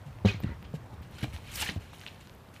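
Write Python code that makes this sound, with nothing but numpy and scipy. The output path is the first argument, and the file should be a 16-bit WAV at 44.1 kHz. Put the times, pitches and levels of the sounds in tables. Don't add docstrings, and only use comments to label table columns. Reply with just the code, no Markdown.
import sys
import numpy as np
from scipy import signal
from scipy.fft import rfft, irfft
from scipy.io import wavfile
from scipy.ndimage import uniform_filter1d

SR = 44100
rng = np.random.default_rng(int(sys.argv[2]) if len(sys.argv) > 2 else 0)


def natural_amplitude(level_db):
    exponent = np.asarray(level_db, float) / 20
    return 10 ** exponent


def wav_record(signal):
    frames = np.transpose(np.atleast_2d(signal))
    bounded = np.clip(frames, -1, 1)
    quanta = np.round(bounded * 32767).astype(np.int16)
    wavfile.write(sys.argv[1], SR, quanta)


N = 114660

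# time in seconds, level in dB.
RUMBLE = [(0, -52), (.3, -43.5), (.6, -47), (1.1, -47.5), (1.7, -48), (1.9, -55), (2.6, -56.5)]


def evened(x):
    return x / np.sqrt(np.mean(x ** 2) + 1e-20)


def read(points, hz):
    f_hz, value = np.transpose(points)
    return np.interp(np.log(hz + 1), np.log(f_hz + 1), value)


def add(mix, start_s, sound):
    part = mix[round(start_s * SR):][:len(sound)]
    part += sound[:len(part)]


def thud(level_db, deck_hz, t60_s, knock_db, dip_s):
    # frequency in Hz, level in dB, share of the ring time.
    deck_modes = [(194.4, 1, 0.42), (228, -6, 0.32), (390, -19, 0.62), (406, -5.5, 0.28), (505, -6, 0.2),
                  (745, -13, 0.29), (920, -29, 0.6), (1154, -24, 0.18)]
    contact_s = 0.00083
    t = np.arange(0, 0.4, 1 / SR)
    ring = natural_amplitude(-60 * t / t60_s) * np.sin(2 * np.pi * deck_hz * t)
    for mode_hz, mode_db, share in deck_modes:
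        decay_db = -60 * t / (t60_s * share)
        ring += natural_amplitude(knock_db + mode_db + decay_db) * np.sin(2 * np.pi * mode_hz * t)
    dip = -natural_amplitude(-2) * np.sin(np.pi * np.arange(0, dip_s, 1 / SR) / dip_s)
    cutoff = min(natural_amplitude(knock_db / 2) / (contact_s * SR / 2), 0.5)
    b, a = signal.bessel(4, cutoff, norm="mag")
    return natural_amplitude(level_db) * signal.lfilter(b, a, np.concatenate([dip, ring]))


def deck_blows():
    # start in seconds, level in dB, deck pitch in Hz, ring t60 in seconds, hard knock in dB.
    blows = [(.061, -29.5, 137, 0.1, -39.5), (0.083, -41, 131, 0.21, -19.5), (0.2485, -20, 104, 0.21, 2.5),
             (.258, -19.5, 99, 0.15, -1), (0.345, -32.5, 111, 0.06, -5), (0.434, -29, 95, 0.037, -5.5),
             (0.4435, -20, 145, 0.032, -8.5), (.453, -37, 230, .06, -20.5),
             (0.465, -26, 85.3, 0.084, -14.5), (0.492, -31, 94, 0.056, -7.5), (.504, -28.5, 71, 0.12, -14),
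             (0.519, -42, 92, 0.09, 1.5), (0.624, -40.5, 77, 0.16, -5), (.7395, -26, 154, 0.14, -16.5),
             (0.9308, -36.5, 96, 0.13, -9.5), (1.009, -38.5, 105, 0.083, -5),
             (1.2303, -23.5, 127.6, 0.11, -11), (1.275, -35.5, 67.6, 0.19, -17.5),
             (1.337, -31.5, 79, 0.17, -21), (1.691, -41.5, 170.5, 0.21, 5.5),
             (1.762, -24.5, 86, 0.062, -16.5), (1.774, -27, 104, 0.052, -26), (1.6, -36, 80, 0.21, -29.5),
             (1.711, -37, 282, 0.059, -16), (2.25, -47, 193.5, 0.088, -26), (2.27, -43, 79, 0.076, -19)]
    out, dip_s = np.zeros(N), 0.0026
    for start_s, level_db, deck_hz, t60_s, knock_db in blows:
        add(out, start_s - dip_s + 0.00089, thud(level_db, deck_hz, t60_s, knock_db, dip_s))
    return out


def grains(colour, lo_hz, hi_hz, cycles, per_s, clump_db, count):
    size = natural_amplitude(1.5 * np.minimum(rng.exponential(1, N), 4)) * (rng.random(N) < per_s / SR)
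    kind = rng.integers(0, count, N)
    knots = np.arange(0, N, 300)
    out = np.zeros(N)
    for k, hz in enumerate(np.geomspace(lo_hz, hi_hz, count)):
        turns = np.arange(800) * hz / SR
        ring = cycles * (2.6 if k % 3 == 0 else 1)
        snap = turns / ring * np.exp(-2 * turns / ring) * np.sin(2 * np.pi * turns)
        snap *= natural_amplitude(read(colour, hz)) * np.sqrt(hz) / np.linalg.norm(snap)
        clumps = natural_amplitude(clump_db * np.interp(np.arange(N), knots, rng.standard_normal(len(knots))))
        out += signal.oaconvolve(size * clumps * (kind == k), snap)[:N]
    return evened(out)


def crunch_power():
    # start in seconds, level in dB, rise in seconds, t60 in seconds, bright share in dB.
    bursts = [(0.059, -63.5, 0.0079, 0.3, -7), (0.2525, -34.5, 0.0069, 0.1, -18.5),
              (0.267, -35, 0.015, 0.28, -21.5), (0.422, -54, 0.0038, 0.067, -7),
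              (0.4342, -48, 0.0022, 0.068, -13), (0.449, -58.5, 0.016, 0.41, -18),
              (0.641, -54, 0.0064, 0.089, -27), (0.736, -54.5, 0.021, 0.09, -7),
              (.93, -63, 0.014, 0.031, -4), (1.02, -59, 0.012, 0.3, -10), (1.1, -55.5, 0.12, .2, -8),
              (1.182, -47, 0.0044, 0.085, -8.5), (1.205, -48, 0.011, 0.1, -13),
              (1.225, -39.5, 0.016, 0.056, -12), (1.25, -59, 0.0072, 0.79, -3),
              (1.327, -51, 0.02, 0.24, -5.5), (1.796, -57, 0.011, 1, -8.5),
              (1.927, -55.5, 0.011, 0.41, -4.5), (1.988, -56, 0.032, 1, -7), (2.059, -50, 0.014, 0.12, -13),
              (2.201, -59, 0.009, 0.31, -6.5), (2.537, -58.5, 0.0056, 0.046, -1),
              (2.55, -57.5, 0.012, 0.18, -5)]
    t, dull, bright = np.arange(N) / SR, np.zeros(N), np.zeros(N)
    for start_s, level_db, rise_s, t60_s, bright_db in bursts:
        u = np.maximum(t - start_s, 0)
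        swell = np.sqrt(np.minimum(u / rise_s, 1))
        fade_db = -60 * np.maximum(u - rise_s, 0) / t60_s
        dull += (swell * natural_amplitude(level_db + fade_db)) ** 2
        bright += (swell * natural_amplitude(level_db + bright_db + 1.1 * fade_db)) ** 2
    return dull, bright


def scrape_power():
    # time in seconds, effort in dB, bright share in dB.
    strokes = [
        (1.401, -65, -7.5),
        (1.5, -50, -10.5),
        (1.546, -48.5, 2),
        (1.589, -41.5, -2.5),
        (1.624, -33, -7.5),
        (1.65, -43, -5),
        (1.692, -38, -12.5),
        (1.727, -51.5, -9),
        (1.783, -62, -7.5),
    ]
    # time in seconds, extra dull in dB, extra bright in dB, length in seconds.
    slips = [(1.559, 2, 12.5, 0.0033), (1.545, 3, 1, .003), (1.576, 2, 5, .003), (1.603, 1, 5, .004),
             (1.608, -9, 2, .003), (1.614, 1.5, 7, .002), (1.622, 3.5, 7, 0.0041), (1.649, 2, 4, 0.0018),
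             (1.663, 1.5, 1.5, 0.0042), (1.677, -0.5, 1, 0.0033), (1.697, 4, -4, 0.0057)]
    t = np.arange(N) / SR
    s, effort_db, bright_db = np.transpose(strokes)
    effort_db = np.interp(t, s, effort_db, -120, -120)
    bright_db = np.interp(t, s, bright_db)
    dull_jolt_db, bright_jolt_db = np.zeros(N), np.zeros(N)
    for slip_s, dull_db, extra_bright_db, length_s in slips:
        bump = np.exp(-((t - slip_s) / length_s) ** 2)
        dull_jolt_db += dull_db * bump
        bright_jolt_db += extra_bright_db * bump
    return natural_amplitude(effort_db + dull_jolt_db) ** 2, natural_amplitude(effort_db + bright_jolt_db + bright_db) ** 2


def blade(x):
    # frequency in Hz, level in dB, width in Hz.
    blade_modes = [(1940, -25.5, 32), (2390, -5, 42), (2866, 1, 35), (3235, -1.5, 46), (3730, -5.5, 87),
                   (4123, -6, 46)]
    out = x.copy()
    for hz, level_db, width_hz in blade_modes:
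        out += natural_amplitude(level_db) * signal.lfilter(*signal.iirpeak(hz, hz / width_hz, SR), x)
    return out


def grit():
    # frequency in Hz, level in dB per Hz.
    dull_colour = [(150, -12), (400, -8), (1000, -7), (2000, -1.5), (2800, 0), (4200, -5.5), (5200, -13),
                   (8000, -20.5)]
    bright_colour = [(3000, -9), (5000, -6.5), (8000, -6.5), (12000, -10.5), (15500, -13.5)]
    crunch_dull, crunch_bright = crunch_power()
    scrape_dull, scrape_bright = scrape_power()
    coarse = grains(dull_colour, 183.2, 7022, 3.62, 12000, clump_db=2.0, count=36)
    fine = grains(bright_colour, 4500, 14900, 2, 14000, clump_db=6.0, count=40)
    return blade(np.sqrt(crunch_dull + scrape_dull) * coarse) + np.sqrt(crunch_bright + scrape_bright) * fine


def tick(peak_db, hz, cycles):
    turns = np.arange(0, 0.08, 1 / SR) * hz
    envelope = (1 - np.exp(-4 * turns / cycles)) * np.exp(-turns / cycles)
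    return natural_amplitude(peak_db) * envelope * 1.8 * np.sin(2 * np.pi * turns)


def stones_and_knocks():
    # start in seconds, peak in dB, pitch in Hz, decay in cycles.
    stones = [(.187, -41.5, 2300, .7), (.2478, -46, 4400, 2.2), (.761, -48, 8100, .8),
              (.862, -52, 9000, .8), (.907, -54.5, 5200, 1.6), (.994, -52, 8600, 1), (1.02, -53, 14000, 10),
              (1.111, -52, 10500, 3), (2.076, -35.5, 3900, 2), (.129, -47, 2400, 1.1),
              (2.014, -44, 10000, 1), (1.946, -45, 2500, 0.85), (2.488, -49, 4000, 1),
              (2.104, -47, 3000, 2), (2.115, -47, 3900, 1), (2.195, -50, 3400, 0.89),
              (2.037, -45, 3800, 1.8), (1.5565, -33, 6000, 2), (1.2305, -35.5, 2250, 5.6),
              (1.2415, -42, 4000, 11), (1.2435, -36, 2400, 7.6), (0.2862, -28, 2500, 15),
              (.403, -42.5, 13700, 10), (.4035, -27.5, 586, 0.2), (0.627, -36, 2400, 0.52),
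              (.628, -56, 14000, 20), (.412, -51, 14600, 21), (1.112, -53, 13500, 8),
              (1.206, -50, 10700, 26), (1.2148, -42, 3000, 3), (1.327, -39, 2350, 1),
              (1.364, -27.5, 2500, 0.49), (1.376, -40, 4200, 1), (1.933, -35, 1100, 0.51),
              (2.0139, -32.5, 2800, 0.78), (1.996, -37.5, 5000, 0.76), (2.0647, -26, 2760, 1.6),
              (2.0799, -34, 3700, 2), (2.0843, -36.5, 2640, 2), (2.146, -44, 3500, 0.55),
              (2.211, -41, 7700, 0.97), (2.273, -34, 3800, 0.33), (2.2965, -33.5, 3200, 0.44),
              (2.35, -45, 12000, 2), (1.985, -40.5, 10400, 1.1), (2.5636, -38, 2300, 1.1)]
    knocks = [(.286, -50, 1560, 6.7), (.4365, -40, 1800, 2.4), (.2542, -24, 306, 1.14),
              (1.385, -47.5, 880, 2.8), (.477, -45.5, 1360, 6.4), (.513, -52, 930, 16),
              (.3, -45.5, 380, 12), (2.036, -45, 1620, 5), (1.536, -48, 2000, 9.1),
              (1.627, -32.5, 1720, 5.6), (1.663, -35, 1760, 9), (.7395, -32, 450, 0.95),
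              (1.2375, -31, 289, 1.8), (1.243, -28, 720, 1), (1.625, -31, 860, 3.8), (1.689, -26, 1950, 5),
              (1.762, -38, 650, 1.45)]
    out = np.zeros(N)
    for start_s, peak_db, hz, cycles in stones + knocks:
        add(out, start_s, tick(peak_db, hz, cycles))
    return out


def strays():
    out = np.zeros(N)
    for when, size, pitch in rng.random((round(40 * N / SR), 3)):
        add(out, when * N / SR, tick(-62 + 12 * size ** 2, 2000 * 6 ** pitch, 1.16))
    return out


def echoes(x):
    t60_s, top_hz, level_db = 0.21, 3500, -17.5
    taps, at = np.zeros(SR // 2), np.arange(200, SR // 2 - 20, 20)
    taps[at + rng.integers(0, 20, len(at))] = rng.choice([-1., 1.], len(at))
    taps *= natural_amplitude(-60 * np.arange(SR // 2) / SR / t60_s)
    taps = signal.lfilter(*signal.butter(1, top_hz / (SR / 2)), taps)
    return natural_amplitude(level_db) * signal.fftconvolve(x, taps / np.linalg.norm(taps))[:N]


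def rubs():
    # start in seconds, length in seconds, level in dB, resonance in Hz, width in Hz.
    drags = [
        (.45, 0.11, -56.5, 1920, 320),
        (.44, .11, -56.5, 1350, 1100),
        (.32, 0.048, -53, 2300, 300),
        (0.62, 0.084, -67, 3160, 250),
        (0.9, .06, -56, 850, 180),
        (2.1, .5, -77, 11600, 900),
    ]
    out, noise = np.zeros(N), rng.standard_normal(N)
    for start_s, length_s, level_db, hz, width_hz in drags:
        t = np.arange(0, length_s, 1 / SR)
        b, a = signal.iirpeak(hz, hz / width_hz, SR)
        band = evened(signal.filtfilt(b, a, noise))[round(start_s * SR) // 2:][:len(t)]
        add(out, start_s, natural_amplitude(level_db) * np.sqrt(np.sin(np.pi * t / length_s)) * band)
    return out


def rumble():
    centre_hz, width_hz = 69.4, 47
    hz = np.fft.rfftfreq(N, 1 / SR)
    s, level_db = np.transpose(RUMBLE)
    shape = 1 / (1 + ((hz - centre_hz) / width_hz) ** 2) * hz ** 2 / (hz ** 2 + 40 ** 2)
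    hum = evened(irfft(rfft(rng.standard_normal(N)) * shape, N))
    return hum * natural_amplitude(np.interp(np.arange(N) / SR, s, level_db))


def wash():
    # frequency in Hz, level in dB per Hz.
    wash_colour = [(25, -59), (69, 5.5), (190, -1), (300, -7), (1000, -10.5), (4000, -26), (7000, -32),
                   (12000, -35.5), (15500, -34)]
    shuffle_share, shuffle_top_hz = 0.18, 2500
    frames, hz = N // 256 + 5, np.fft.rfftfreq(1024, 1 / SR)
    a, b, patches = rng.standard_normal((frames, 513, 3)).T
    patches = uniform_filter1d(patches, size=12, axis=0)
    patches = evened(uniform_filter1d(patches, size=10, axis=1))
    s, level_db = np.transpose(RUMBLE)
    footfall_db = np.interp(np.arange(frames) * 256 / SR, s, level_db - level_db[-1])
    swell_db = shuffle_share * np.outer(1 / (1 + (hz / shuffle_top_hz) ** 2), footfall_db)
    z = (a + 1j * b) * natural_amplitude(read(wash_colour, hz)[:, None] + 1.2 * patches + swell_db)
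    return natural_amplitude(-52) * evened(signal.istft(z, nperseg=1024, noverlap=768)[1][:N])


def scene():
    work = deck_blows() + grit() + stones_and_knocks() + strays()
    return (work + echoes(work) + rubs() + rumble() + wash())[None]


def low_pass(x):
    return signal.sosfilt(signal.butter(12, 15920, fs=SR, output="sos"), x)


def record(dry):
    low_hz, top_hz = 48.3, 15450
    thin = signal.sosfilt(signal.butter(2, low_hz / (SR / 2), "high", output="sos"), dry)
    edge = signal.firwin(511, top_hz, window=("kaiser", 9), fs=SR)
    return low_pass(signal.oaconvolve(thin, edge[None], "same"))


dry = scene()
out = record(dry)
wav_record(out)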